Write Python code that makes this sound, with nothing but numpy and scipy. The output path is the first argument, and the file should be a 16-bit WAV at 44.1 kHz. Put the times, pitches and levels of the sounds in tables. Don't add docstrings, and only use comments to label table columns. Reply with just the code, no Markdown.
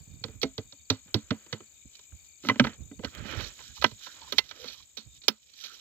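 import sys
import numpy as np
from scipy import signal
from scipy.fft import rfft, irfft, next_fast_len
from scipy.io import wavfile
from scipy.ndimage import uniform_filter1d, minimum_filter1d, map_coordinates

SR = 44100
rng = np.random.default_rng(int(sys.argv[2]) if len(sys.argv) > 2 else 0)


def wav_out(sig):
    wavfile.write(sys.argv[1], SR, np.round(np.clip(np.atleast_2d(sig).T, -1, 1) * 32767).astype(np.int16))


def makeup_ratio(level_db):
    decades = np.asarray(level_db, float) / 20
    return 10 ** decades


N = 256087

# time in seconds, high singer in cycles, low singer in cycles.
TRILL_DRIFT = [(0, 0, .4), (.5, -.31, .3), (1, -.57, .15), (1.5, -.71, .2), (2.25, -.64, .21),
               (2.5, -.72, .24), (3.1, -.83, .27), (4, -.73, .38), (5, -.62, .5), (5.81, -.5, .5)]
# start in seconds, end in seconds, level in dB.
LOW_LEAN = [(1.2, 4.4, -9)]
# time in seconds, right over left in dB.
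TRILL_FACING = [(0, -11.5), (3.1, -16.5), (3.5, -3.5), (4.3, -5.5), (4.6, -8), (5.81, -6.5)]
# centre in Hz, width in Hz, level in dB.
CHORUS_BANDS = [(2380, 220, -69), (3640, 140, -74)]
# start in seconds, end in seconds, level in dB.
CRICKET_BOUTS = [
    (-.1, .33, -71),
    (.58, 1.0, -72),
    (1.32, 1.775, -73),
    (2.15, 2.41, -71),
    (2.88, 3.12, -73),
]
# time into the bout in seconds, wing strokes per second.
CRICKET_TIRING = [(.1, 43), (.27, 25)]
# start in seconds, end in seconds, level in dB.
THIN_SWELLS = [
    (.07, .22, -68),
    (.62, .86, -66.5),
    (1.7, 1.86, -68),
    (2.78, 3.0, -67),
    (3.95, 4.13, -56),
    (4.84, 4.96, -71.5),
    (5.06, 5.2, -59),
]
# frequency in Hz, density in dB per Hz.
AIR_SPECTRUM = [(30, -110), (70, -88.5), (200, -103), (1000, -109), (3000, -111), (5500, -113),
                (8300, -116), (9300, -114), (11500, -112), (15300, -112), (16000, -130)]

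# centre in Hz, width in Hz, level in dB.
RUMBLE_MODES = [(48.3, 40, -3), (68.8, 29.5, 6), (128, 88.6, -2.5), (240, 186, -11.5)]
# peak in seconds, rise in seconds, fall in seconds, level in dB.
RUMBLE_BURSTS = [(.01, 0.058, 0.062, -47.5), (.14, 0.075, 0.07, -45), (.3, 0.13, 0.48, -50),
                 (.75, 0.27, 0.39, -69.5), (1.38, 0.38, 0.19, -65), (1.86, 0.016, 0.077, -48),
                 (2.13, 0.021, 0.066, -48.5), (2.64, 0.055, 0.085, -35), (2.82, 0.13, 0.17, -48.5),
                 (3.06, 0.12, 0.073, -38.5), (3.2, 0.081, 0.088, -36), (3.33, 0.092, 0.23, -33),
                 (3.67, 0.14, 0.14, -51), (3.82, 0.051, 0.084, -43.5), (3.94, 0.092, 0.068, -52.5),
                 (4.3, 0.12, 0.6, -51.5), (4.74, 0.136, 0.16, -56), (5.1, 0.1, 0.16, -56.5),
                 (5.29, 0.039, 0.17, -74)]
# centre in Hz, width in Hz, level in dB.
SHELL_MODES = [(2540, 460, -9), (2700, 160, -4.5), (3360, 84, -2), (3558, 170, 5), (3710, 360, 3.5),
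               (4414, 260, 7), (4890, 340, -3.5), (5224, 320, -0.5), (5680, 93, -5.5), (6010, 260, -2.5),
               (6900, 3600, -14.5)]
# centre in Hz, width in Hz, level in dB.
WALL_MODES = [(556, 140, -3.5), (945, 88, 0), (1063.6, 62, 2), (1286, 140, -2.5), (1540, 170, -1.5),
              (2018, 88, -0.5), (2270, 260, -8), (2790, 210, -4), (3230, 340, -9.5)]
# centre in Hz, width in Hz, level in dB.
BODY_MODES = [(165, 30, -5), (218, 18, 1.5), (273, 28, 3.5), (350, 52, -9.5), (428, 38, 0), (627, 200, -10)]
# centre in Hz, width in Hz, level in dB.
BOOM_MODES = [(78.5, 25, -11.5), (103, 28, 10)]

# start in seconds, crack in dB,
# body over crack in dB, panel note in Hz, wall ring over crack in dB.
THUD_HITS = [
    (.1344, -64.5, 7.5, 265, -5),
    (.2074, -66, 12, 165, -1),
    (.068, -70.5, 12.5, 152, -9),
    (.35, -68.5, 8.5, 180, -10.5),
    (1.8489, -70, 11, 183, -12),
    (2.1202, -69.5, -8, 188, 8.5),
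    (3.914, -43, -10.5, 414, -4),
]
# time in seconds, peak in dB.
PEBBLE_CLICKS = [
    (.128, -44),
    (2.12, -44),
    (2.698, -36),
    (3.1505, -12),
    (3.169, -35),
    (3.179, -33),
    (3.285, -33),
    (3.4066, -15),
    (3.503, -36),
]
# start in seconds, pitch in Hz, level in dB, t60 in seconds.
BODY_SWINGS = [(.135, 70, -28.5, 0.065), (.245, 100, -35, 0.07), (.295, 70, -36.5, 0.072),
               (.438, 265.3, -22.5, .13), (.59, 100, -32, 0.076), (.44, 655, -33.5, .12),
               (1.855, 200, -40.5, 0.038), (3.845, 132, -32, 0.055), (.906, 262, -21.5, .12),
               (.912, 106.5, -18.5, 0.087), (1.147, 290, -24.5, 0.12), (1.153, 114, -17, 0.072),
               (1.31, 240, -34.5, .1), (1.312, 109.3, -21, 0.075), (1.53, 140, -29, .06),
               (1.85, 74, -38.5, 0.067), (2.125, 84, -34.5, 0.13), (2.465, 240, -29.5, .08),
               (2.5, 128, -23, 0.084), (2.51, 261.7, -24.5, .1), (2.56, 240, -26, .06),
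               (2.602, 237, -8.5, 0.077), (2.604, 129.3, -16.5, 0.13), (2.622, 250, -14, 0.077),
               (2.67, 250.7, -25, .06), (3.055, 70, -30.5, 0.081), (3.845, 400, -24, 0.027)]
# start in seconds, crack in dB,
# body over crack in dB, panel note in Hz, wall ring over crack in dB.
BASE_TAPS = [
    (.2382, -23.5, -12.5, 465, -14.5),
    (.2813, -46, 4.5, 243, -8.5),
    (.579, -27, -4, 430, -13.5),
    (.7227, -40, -15.5, 555, -15),
    (.9004, -11, -14, 413, -15),
    (1.1419, -14, -8.5, 332, -15),
    (1.3054, -24, 1.5, 200.4, -5),
    (1.5265, -22.5, -11, 463, -10),
]
# start in seconds, pitch in Hz, level in dB, t60 in seconds.
STRIKE_SPOTS = [(.2385, 4100, -25, 0.02), (.4155, 4280, -23, 0.019), (.431, 4000, -32, .03),
                (.431, 2153, -30, 0.075), (.5795, 3910, -30, 0.034), (.9005, 3754, -18, 0.042),
                (.9005, 4000, -15.5, 0.033), (.9005, 4930, -23, 0.034), (1.142, 3770, -45, 0.033),
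                (2.497, 1062, -11.5, 0.044), (2.497, 2006, -9, 0.032), (2.5965, 2910, -15, 0.016),
                (2.5965, 1510, -18, 0.026), (4.383, 2275, -3, 0.015), (4.383, 2740, -13.5, 0.066),
                (4.383, 3170, -3.5, 0.018), (4.383, 3470, -17.5, .03), (4.384, 4400, -16, 0.05),
                (4.383, 5120, -4.5, 0.024), (4.383, 2048, -17.5, 0.091), (5.282, 4040, -11.5, 0.026),
                (5.282, 4570, -19, 0.037), (5.283, 5260, -8, 0.045), (5.282, 1042, -22.5, 0.053),
                (5.282, 3430, -17, .04)]
# peak in seconds, rise in seconds, fall in seconds, level in dB.
GRAVEL_GRINDS = [
    (.3, 0.081, 0.093, -64),
    (1.3, 0.34, 0.62, -63.5),
    (2.66, 0.16, 0.13, -49.5),
    (3.24, 0.19, 0.21, -45.5),
    (3.36, 0.12, 0.21, -38.5),
    (3.6, 0.1, 0.072, -58),
    (4.15, 0.27, 0.96, -60.5),
    (4.65, 0.29, 0.11, -49.5),
    (5.7, 0.08, 0.47, -59),
]
# frequency in Hz, level in dB.
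GRAVEL_SPECTRUM = [(150, -43), (250, -3.5), (467, -6), (675, -5.5), (746, -11), (834, -11.5), (1510, -4),
                   (3600, -10), (5400, -23), (7920, -120)]
# start in seconds, crack in dB,
# body over crack in dB, panel note in Hz, wall ring over crack in dB.
DRY_SNAPS = [
    (.4152, -27, -31, 314, -34),
    (1.076, -58.5, -6, 294, -1.5),
    (4.8228, -45, -43, 295, -38.5),
]
# time in seconds, peak in dB.
PLASTIC_TICKS = [(0.422, -38), (0.5787, -51), (0.9023, -37.5), (1.1422, -36), (1.5249, -54),
                 (2.4873, -40.5), (2.597, -57.5), (3.045, -51.5), (3.8177, -45), (3.8397, -33.5),
                 (4.3226, -35.5), (4.3823, -26), (4.9732, -42.5), (5.282, -17), (5.6309, -47)]
# start in seconds, crack in dB,
# body over crack in dB, panel note in Hz, wall ring over crack in dB.
RATTLE_BUMPS = [
    (.4295, -15, -5.5, 427, -14.5),
    (3.045, -25, -41, 375, -9),
    (3.8135, -29, -26.5, 411, -24),
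    (3.8212, -19.5, -48, 403, -9),
    (3.862, -29, -21.5, 302, -49),
    (4.5095, -25.5, -32.5, 460, -8.5),
]
# start in seconds, crack in dB,
# body over crack in dB, panel note in Hz, wall ring over crack in dB.
STALK_CATCHES = [(1.056, -70.5, 15, 195, -1), (2.468, -43, -27, 300, -25), (2.541, -49, -15, 300, -2),
                 (3.257, -44, -22, 300, -12), (3.33, -50, 8, 288, 4), (3.39, -38, -36, 298, -7),
                 (3.405, -29.5, -42, 300, -8.5), (3.455, -46, -34, 300, -26), (3.601, -50, -23, 500, 1),
                 (3.636, -46, -40, 300, -17.5), (3.74, -58, -30, 296, -26), (4.004, -57, -42, 300, -4),
                 (4.139, -52, -15, 302, -12), (4.213, -41, -18, 300, -29), (4.64, -32.5, -8, 435, -10.5),
                 (4.655, -32, -22, 458, -19), (4.7, -37, -30, 300, -23), (4.74, -41, -38, 300, -15),
                 (5.216, -41.5, -29, 298, -28), (5.315, -43, -8, 400, -18), (5.65, -31, -30.5, 302, -21),
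                 (4.229, -44.5, -29, 296, -34), (4.276, -51, -30, 303, -25), (4.489, -35, -31, 300, -32),
                 (4.555, -49, -16, 470, -27), (4.721, -49, -30, 298, -29), (5.493, -45, -23, 303, -29.5),
                 (5.534, -38, -29, 300, -27), (5.584, -42.5, -28.5, 300, -31), (5.613, -51, -33, 302, -19),
                 (5.765, -46.5, -31, 304, -13.5)]
# peak in seconds, rise in seconds, fall in seconds, level in dB.
GRASS_SWISHES = [(1.33, 0.17, 1, -72), (2.0, .12, 0.084, -61), (2.46, 0.048, .1, -46.5),
                 (2.65, 0.11, 0.086, -48), (3.04, 0.044, 0.16, -54), (3.2, 0.042, 0.11, -61),
                 (3.38, 0.21, 0.127, -45.5), (3.46, 0.12, 0.087, -46.5), (3.68, 0.34, 0.65, -50),
                 (4.1, 0.14, 0.28, -52.5), (4.4, 0.21, 0.36, -47), (4.69, 0.17, 0.19, -39),
                 (5.22, 0.61, 0.13, -62.5), (5.52, 0.22, 0.22, -52), (5.65, 0.13, 0.076, -38.5),
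                 (5.76, 0.15, 0.39, -44.5)]
# frequency in Hz, level in dB.
GRASS_SPECTRUM = [(1060, -27.5), (1800, -17), (2210, -15.5), (2810, -10), (4260, -2.5), (6900, -8),
                  (7930, -21.5), (8310, -28.5), (8700, -80.5), (10600, -26.5), (13200, -23), (15300, -38),
                  (16500, -66.5)]
# start in seconds, crack in dB,
# body over crack in dB, panel note in Hz, wall ring over crack in dB.
STONE_ROLLS = [(1.4615, -54.5, -2, 330, 3.5), (1.603, -55, 9.5, 350, 5.5), (2.4477, -40, 1.5, 327, 2.5),
               (2.4859, -22, -1.5, 244.3, 4.5), (2.556, -40.5, -1, 242.3, 2.5),
               (2.5959, -12.5, -11.5, 219.4, 1), (2.64, -35, 2.5, 379, 6), (2.6457, -30.5, -2, 230.8, 5.5),
               (2.668, -31, -8, 240, 4.5), (2.9118, -58, 18, 251, 4.5), (2.991, -55.5, 19.5, 197, 5),
               (3.8412, -10.5, -13, 307, 1.5)]
# start in seconds, crack in dB,
# body over crack in dB, panel note in Hz, wall ring over crack in dB.
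RIM_CRACKS = [
    (1.9518, -38, -37, 199, -47),
    (1.991, -45, -20.5, 387, -17),
    (2.7313, -47, -12.5, 237.5, -20),
    (4.322, -20.5, -12.5, 422, -10.5),
    (4.3821, -4.5, -31.5, 389, -20),
    (5.281, -2, -20.5, 394, -15.5),
]
# start in seconds, crack in dB,
# body over crack in dB, panel note in Hz, wall ring over crack in dB.
SLOW_SCUFFS = [
    (2.4332, -47, 6, 300, -6.5),
    (3.1783, -38.5, -6, 240, -8),
    (3.2481, -41.5, 4.5, 215, 0),
    (3.3479, -42.5, -21, 196, 5.5),
    (3.5882, -55, -20, 483, 7.5),
    (3.7029, -62, -25, 180, -3),
    (4.0654, -31.5, -26.5, 493, -10),
]
# start in seconds, crack in dB,
# body over crack in dB, panel note in Hz, wall ring over crack in dB.
ROLL_JOLTS = [
    (2.466, -42, -2, 254, -2),
    (2.4952, -27, -0.5, 263, 4),
    (3.034, -43.5, 13.5, 503, 1.5),
]
# start in seconds, end in seconds, pitch in Hz, level in dB.
WALL_SQUEAKS = [(3.031, 3.054, 700, -43), (3.58, 3.638, 1080, -74.5), (3.768, 3.786, 1010, -46.5),
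                (4.006, 4.138, 1540, -54.5), (3.026, 3.093, 1540, -47.5), (3.623, 3.734, 1540, -62),
                (4.149, 4.214, 996, -58), (4.21, 4.255, 945, -49.5), (4.254, 4.315, 980, -54.5),
                (4.557, 4.686, 498, -49.5), (4.707, 4.826, 1046, -62), (5.414, 5.587, 530, -75.5),
                (5.625, 5.757, 1430, -48.5), (5.72, 5.751, 422, -59.5)]
# start in seconds, crack in dB,
# body over crack in dB, panel note in Hz, wall ring over crack in dB.
WALL_BRUSHES = [
    (3.438, -32.5, -40, 250, -40),
    (4.6794, -28.5, -31, 532, -46),
    (4.97, -26, -19.5, 437, -24.5),
    (5.235, -39.5, -19.5, 405, -24),
    (5.637, -23, -32, 400, -33),
]

# frequency in Hz, left minus right in dB.
PORT_BALANCE = [(60, -11.5), (200, -9), (700, -9.5), (2400, -11.5), (4400, -18), (7000, -3.5), (13000, -12)]
# time in seconds, left port gain in dB.
LEFT_SHADE = [(0, 1), (.8, 4.5), (1.6, 3), (2.4, 5), (2.9, 5), (3.3, -7), (3.7, -1), (4.2, -3.5),
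              (4.7, -0.5), (5.2, -2), (5.81, -1.5)]
# time in seconds, gain change in dB.
GAIN_DUCKS = [
    (4.393, -6.5),
    (5.285, -6.5),
]
# frequency in Hz, gain in dB.
MIC_RESPONSE = [(15, -14), (40, 1), (6000, -0.5), (8350, -9.5), (8550, -22.5), (10000, -11), (11500, 2),
                (15500, 6), (16600, -14.5)]


def unit(x):
    return x / np.sqrt(np.mean(x ** 2) + 1e-20)


def along(points, hz):
    f, v = np.transpose(points)
    return np.interp(np.log(hz + 1), np.log(f + 1), v)


def curves(rows):
    s, *columns = np.transpose(rows)
    return [np.interp(np.arange(N) / SR, s, column) for column in columns]


def ports(left_db, right_db):
    return makeup_ratio(np.array([[left_db], [right_db]]))


def wobble(rate):
    knots = rng.standard_normal(int(N * rate / SR) + 4)
    return map_coordinates(knots, [np.arange(N) * rate / SR])


def gated(bouts, ramp_s):
    t = np.arange(N) / SR
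    return sum(makeup_ratio(db) * np.clip(np.minimum(t - a, b - t) / ramp_s, 0, 1) for a, b, db in bouts)


def strokes(rows, rest_db):
    t = np.arange(N) / SR
    gain = makeup_ratio(rest_db)
    for s, rise, fall, db in rows:
        away = np.clip(np.maximum((s - t) / rise, (t - s) / fall), 0, 1)
        gain = gain + makeup_ratio(db) * np.cos(np.pi / 2 * away) ** 2
    return gain


def filtered(x, response):
    m = next_fast_len(N + SR // 2)
    return irfft(rfft(x, m) * response(np.fft.rfftfreq(m, 1 / SR)), m)[..., :N]


def rung(x, modes):
    def response(f):
        return sum((-1) ** k * makeup_ratio(db) * 1j * f * width / (hz * hz - f * f + 1j * f * width)
                   for k, (hz, width, db) in enumerate(modes))
    return filtered(x, response)


def narrow_noise(shape, first, second):
    noise = rng.standard_normal(shape)
    return unit(rung(rung(noise, [(*first, 0)]), [(*second, 0)]))


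def scattered(x, t60):
    t = np.arange(SR // 10) / SR
    tail = rng.standard_normal((2, len(t))) * makeup_ratio(-60 * t / t60)
    return signal.fftconvolve(x[None], tail / np.linalg.norm(tail[0]), axes=1)[:, :N]


def grit(rate, spread_db, share):
    struck = rng.random(N) < rate / SR * makeup_ratio(5 * wobble(25))
    size = makeup_ratio(spread_db * np.minimum(rng.exponential(size=N), 3))
    grains = unit(struck * size * rng.standard_normal(N))
    smooth = makeup_ratio(3.1 * wobble(40)) * rng.standard_normal(N)
    return share * grains + np.sqrt(1 - share ** 2) * smooth


def ringing(rows, cycles):
    t = np.arange(SR // 5) / SR
    out = np.zeros(N + len(t))
    for s, hz, db, t60 in rows:
        envelope = makeup_ratio(db - 60 * t / t60) * (1 - np.exp(-t * hz / cycles))
        out[round(s * SR):][:len(t)] += envelope * np.sin(2 * np.pi * hz * t)
    return out[:N]


def knocks(rows, rise_s, t60, linger_db, boom_db, lag_s):
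    t = np.arange(SR // 6) / SR
    crack, ring, drum, note, boom = np.zeros((5, N + len(t)))
    rise = 1 - np.exp(-(t / rise_s) ** 2)
    linger = makeup_ratio(linger_db - 60 * t / 0.2)
    first = 0.69 * makeup_ratio(-60 * t / (18 * rise_s))
    crack_shape = (first + makeup_ratio(-60 * t / t60) + 0.41 * linger) * rise
    ring_shape = (first + makeup_ratio(-60 * t / (2.01 * t60)) + linger) * rise
    late = np.clip(t - rise_s - lag_s, 0, None)
    drum_shape = late / 0.0098 * np.exp(1 - late / 0.0057) + .5 * linger
    note_shape = late / 0.0058 * np.exp(1 - late / 0.0034)
    push = t - .009
    boom_shape = push / 0.0025 * np.exp(-(push / 0.0013) ** 2)
    for s, db, drum_db, drum_hz, ring_db in rows:
        start = round((s + .0007 - .8 * rise_s) * SR)
        at = slice(start, start + len(t))
        noise = rng.standard_normal((3, len(t)))
        noise[:2, round(rise_s * SR)] = 4
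        crack[at] += makeup_ratio(db + 8) * crack_shape * noise[0]
        ring[at] += makeup_ratio(db + ring_db + 16.5) * ring_shape * noise[1]
        drum[at] += makeup_ratio(db + drum_db + 19.5) * drum_shape * noise[2]
        panel = np.sin(2 * np.pi * drum_hz * late * (1.08 - 4.0 * late))
        note[at] += makeup_ratio(db + drum_db + 6.0) * note_shape * panel
        boom[at] -= makeup_ratio(db + drum_db + boom_db + 16.5) * boom_shape
    direct = makeup_ratio(-9.0) * rung(crack[:N], [(4000, 1700, 0.0037)])
    shell = rung(crack[:N], SHELL_MODES)
    wall = rung(ring[:N], WALL_MODES)
    body = rung(drum[:N], BODY_MODES) + note[:N] + rung(boom[:N], BOOM_MODES)
    return signal.sosfilt(signal.butter(4, 7600, fs=SR, output="sos"), direct + shell + wall + body)


def singer(cycles, top_hz, fall_hz, duty, scatter_db):
    part = cycles % 1 / duty
    stroke = (cycles - cycles.min()).astype(int)
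    size, pitch = rng.standard_normal((stroke.max() + 2, 2))[stroke].T
    hz = top_hz * (1 + .008 * pitch) - fall_hz * part
    tone = np.sin(2 * np.pi * np.cumsum(hz) / SR)
    shape = np.sin(np.pi * np.clip(part, 0, 1)) ** .9 * makeup_ratio(.8 * wobble(200))
    return unit(makeup_ratio(scatter_db * size) * shape * tone)


def trillers():
    t = np.arange(N) / SR
    high_drift, low_drift = curves(TRILL_DRIFT)
    high = singer(51 * t + high_drift + .24, top_hz=8330, fall_hz=1500, duty=.5, scatter_db=1.2)
    low = singer(44 * t + low_drift + .31, top_hz=7350, fall_hz=1150, duty=.45, scatter_db=2)
    low = low * (makeup_ratio(-5) + gated(LOW_LEAN, ramp_s=0.2))
    far = 0
    for rate, hz in [(47, 7450), (53, 7700), (41, 7250), (57, 8050)]:
        cycles = np.cumsum(rate + wobble(.7)) / SR
        far = far + singer(cycles, top_hz=hz, fall_hz=1100, duty=.5, scatter_db=2)
    echoes = makeup_ratio(-14.5) * scattered(high + .6 * low, t60=.06) + makeup_ratio(-17.5) * scattered(far, t60=.15)
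    near = makeup_ratio(-7) * (ports(-3, -6) * high + ports(-8, -8) * low)
    trill = filtered(near + echoes, lambda hz: 1 / (1 + (hz / 8420) ** 70))
    facing_db = curves(TRILL_FACING)[0] * np.array([[0], [1]])
    return makeup_ratio(-41 + facing_db) * trill


def choruses():
    sway_db = 1.5 * wobble(2.5) + 2.2 * wobble(45)
    return sum(makeup_ratio(db + sway_db) * narrow_noise((2, N), (hz, width), (hz, width))
               for hz, width, db in CHORUS_BANDS)


def tiring():
    t, starts = np.arange(N) / SR, np.array(CRICKET_BOUTS)[:, 0]
    bout = np.searchsorted(starts, t) - 1
    count = np.cumsum(np.interp(t - starts[bout], *np.transpose(CRICKET_TIRING))) / SR
    at_start = np.interp(starts, t, count)
    fresh = np.ceil(at_start) - at_start + np.arange(len(starts))
    return count + fresh[bout]


def low_cricket():
    song = singer(tiring(), top_hz=4800, fall_hz=580, duty=.42, scatter_db=2)
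    return gated(CRICKET_BOUTS, ramp_s=.03) * (song + .8 * scattered(song, t60=.09))


def night_air():
    noise = rng.standard_normal((2, N))
    hiss = filtered(noise, lambda hz: makeup_ratio(along(AIR_SPECTRUM, hz)) * np.sqrt(SR / 2))
    return hiss * ports(-5, 0) * makeup_ratio(1.6 * wobble(14.0))


def port_rumble():
    shaking = makeup_ratio(4.7 * wobble(29)) * rng.standard_normal(N)
    return strokes(RUMBLE_BURSTS, rest_db=-72.5) * unit(rung(shaking, RUMBLE_MODES))


def thuds():
    return knocks(THUD_HITS, rise_s=0.00034, t60=0.013, linger_db=-37, boom_db=11.8, lag_s=0.00202)


def thin_cricket():
    return gated(THIN_SWELLS, ramp_s=0.049) * narrow_noise(N, (3670, 81), (3670, 81))


def pebbles():
    clicks = np.zeros(N)
    s, db = np.transpose(PEBBLE_CLICKS)
    clicks[np.round(s * SR).astype(int)] = makeup_ratio(db)
    return rung(rung(clicks, [(2600, 5000, 0)]), [(3200, 6000, 0)])


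def body_swings():
    return ringing(BODY_SWINGS, cycles=.75)


def taps():
    return knocks(BASE_TAPS, rise_s=0.00032, t60=0.019, linger_db=-17, boom_db=-0.99, lag_s=0.00341)


def strike_spots():
    return ringing(STRIKE_SPOTS, cycles=1.1)


def gravel_grind():
    rub = grit(rate=1500, spread_db=4.5, share=.78) * makeup_ratio(1.3 * wobble(14))
    rub = filtered(rub, lambda hz: makeup_ratio(along(GRAVEL_SPECTRUM, hz))) + 0.059 * rung(rub, WALL_MODES)
    return strokes(GRAVEL_GRINDS, rest_db=-95.5) * unit(rub)


def snaps():
    return knocks(DRY_SNAPS, rise_s=0.00012, t60=0.078, linger_db=-47.5, boom_db=6, lag_s=0.001)


def ticks():
    t = np.arange(SR // 20) / SR
    out = np.zeros(N + len(t))
    for s, db in PLASTIC_TICKS:
        out[round(s * SR):][:len(t)] += makeup_ratio(db - 2.0 - 60 * t / 0.014) * rng.standard_normal(len(t))
    return rung(out[:N], [(12000, 4500, 6.0), (14700, 1800, -10.5), (7270, 1000, -4.0)])


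def bumps():
    return knocks(RATTLE_BUMPS, rise_s=0.0013, t60=0.021, linger_db=-20.5, boom_db=-48, lag_s=0.0018)


def catches():
    return knocks(STALK_CATCHES, rise_s=.0025, t60=.03, linger_db=-15, boom_db=-15, lag_s=.002)


def grass_swish():
    def colour(hz):
        return makeup_ratio(along(GRASS_SPECTRUM, hz) - 1.3 * (abs(hz - 7200) < 1100))
    stalks = grit(rate=1200, spread_db=3, share=.7) * makeup_ratio(1.5 * wobble(60))
    grass = unit(filtered(stalks + 0.59 * rung(stalks, SHELL_MODES), colour))
    return strokes(GRASS_SWISHES, rest_db=-68.0) * grass


def rolls():
    return knocks(STONE_ROLLS, rise_s=0.00026, t60=0.017, linger_db=-36, boom_db=-10, lag_s=0.00082)


def cracks():
    return knocks(RIM_CRACKS, rise_s=0.00033, t60=0.029, linger_db=-24.5, boom_db=-30, lag_s=0.00037)


def scuffs():
    return knocks(SLOW_SCUFFS, rise_s=0.0033, t60=0.021, linger_db=-26, boom_db=-12.5, lag_s=0.00356)


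def jolts():
    return knocks(ROLL_JOLTS, rise_s=0.0014, t60=0.033, linger_db=-35, boom_db=-4.5, lag_s=0.0025)


def squeaks():
    t = np.arange(N) / SR
    out = np.zeros(N)
    for a, b, hz, db in WALL_SQUEAKS:
        shape = np.sin(np.pi * np.clip((t - a) / (b - a), 0, 1)) ** .5
        mode = narrow_noise(N, (.96 * hz, .2 * hz), (1.05 * hz, .22 * hz))
        out += shape * makeup_ratio(db + 3.5 * wobble(70)) * mode
    return out


def brushes():
    return knocks(WALL_BRUSHES, rise_s=0.0038, t60=0.032, linger_db=-0.65, boom_db=-22.5, lag_s=0.0014)


def at_ports(jar):
    lag = -4
    near = filtered(jar, lambda hz: [makeup_ratio(along(PORT_BALANCE, hz)) * np.exp(-2j * np.pi * hz * lag / SR),
                                     1 + 0 * hz])
    shade_db = curves(LEFT_SHADE)[0]
    return 1.13 * near * np.array([makeup_ratio(shade_db), np.ones(N)])


def scene():
    contacts = thuds() + taps() + snaps() + bumps() + catches() + rolls() + cracks() + scuffs() + jolts() + brushes()
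    friction = gravel_grind() + grass_swish() + squeaks()
    jar = contacts + friction + pebbles() + body_swings() + strike_spots()
    jar = jar + makeup_ratio(-9.0) * scattered(jar, t60=0.033)
    tick = ticks()
    jar = jar + tick + makeup_ratio(-5.5) * scattered(tick, t60=.09)
    insects = trillers() + (low_cricket() + thin_cricket() + choruses()) * ports(-9, 0)
    return at_ports(jar) + port_rumble() * ports(-22, 0) + insects + night_air()


def ducked(x):
    t = np.arange(N) / SR
    duck_s, recover_s = 0.01, 0.95
    gain_db = sum(db * np.clip((t - s) / duck_s, 0, 1) * np.exp(-np.clip(t - s, 0, None) / recover_s)
                  for s, db in GAIN_DUCKS)
    return x * makeup_ratio(gain_db)


def limited(x):
    need = np.minimum(1, .99 / (np.abs(x).max(axis=0) + 1e-9))
    return x * uniform_filter1d(minimum_filter1d(need, size=161), size=81)


def band_limit(x):
    return signal.sosfilt(signal.butter(12, 16680, fs=SR, output="sos"), x)


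def record(dry):
    wet = filtered(ducked(dry), lambda hz: makeup_ratio(along(MIC_RESPONSE, hz)))
    return band_limit(limited(wet))


dry = scene()
out = record(dry)
wav_out(out)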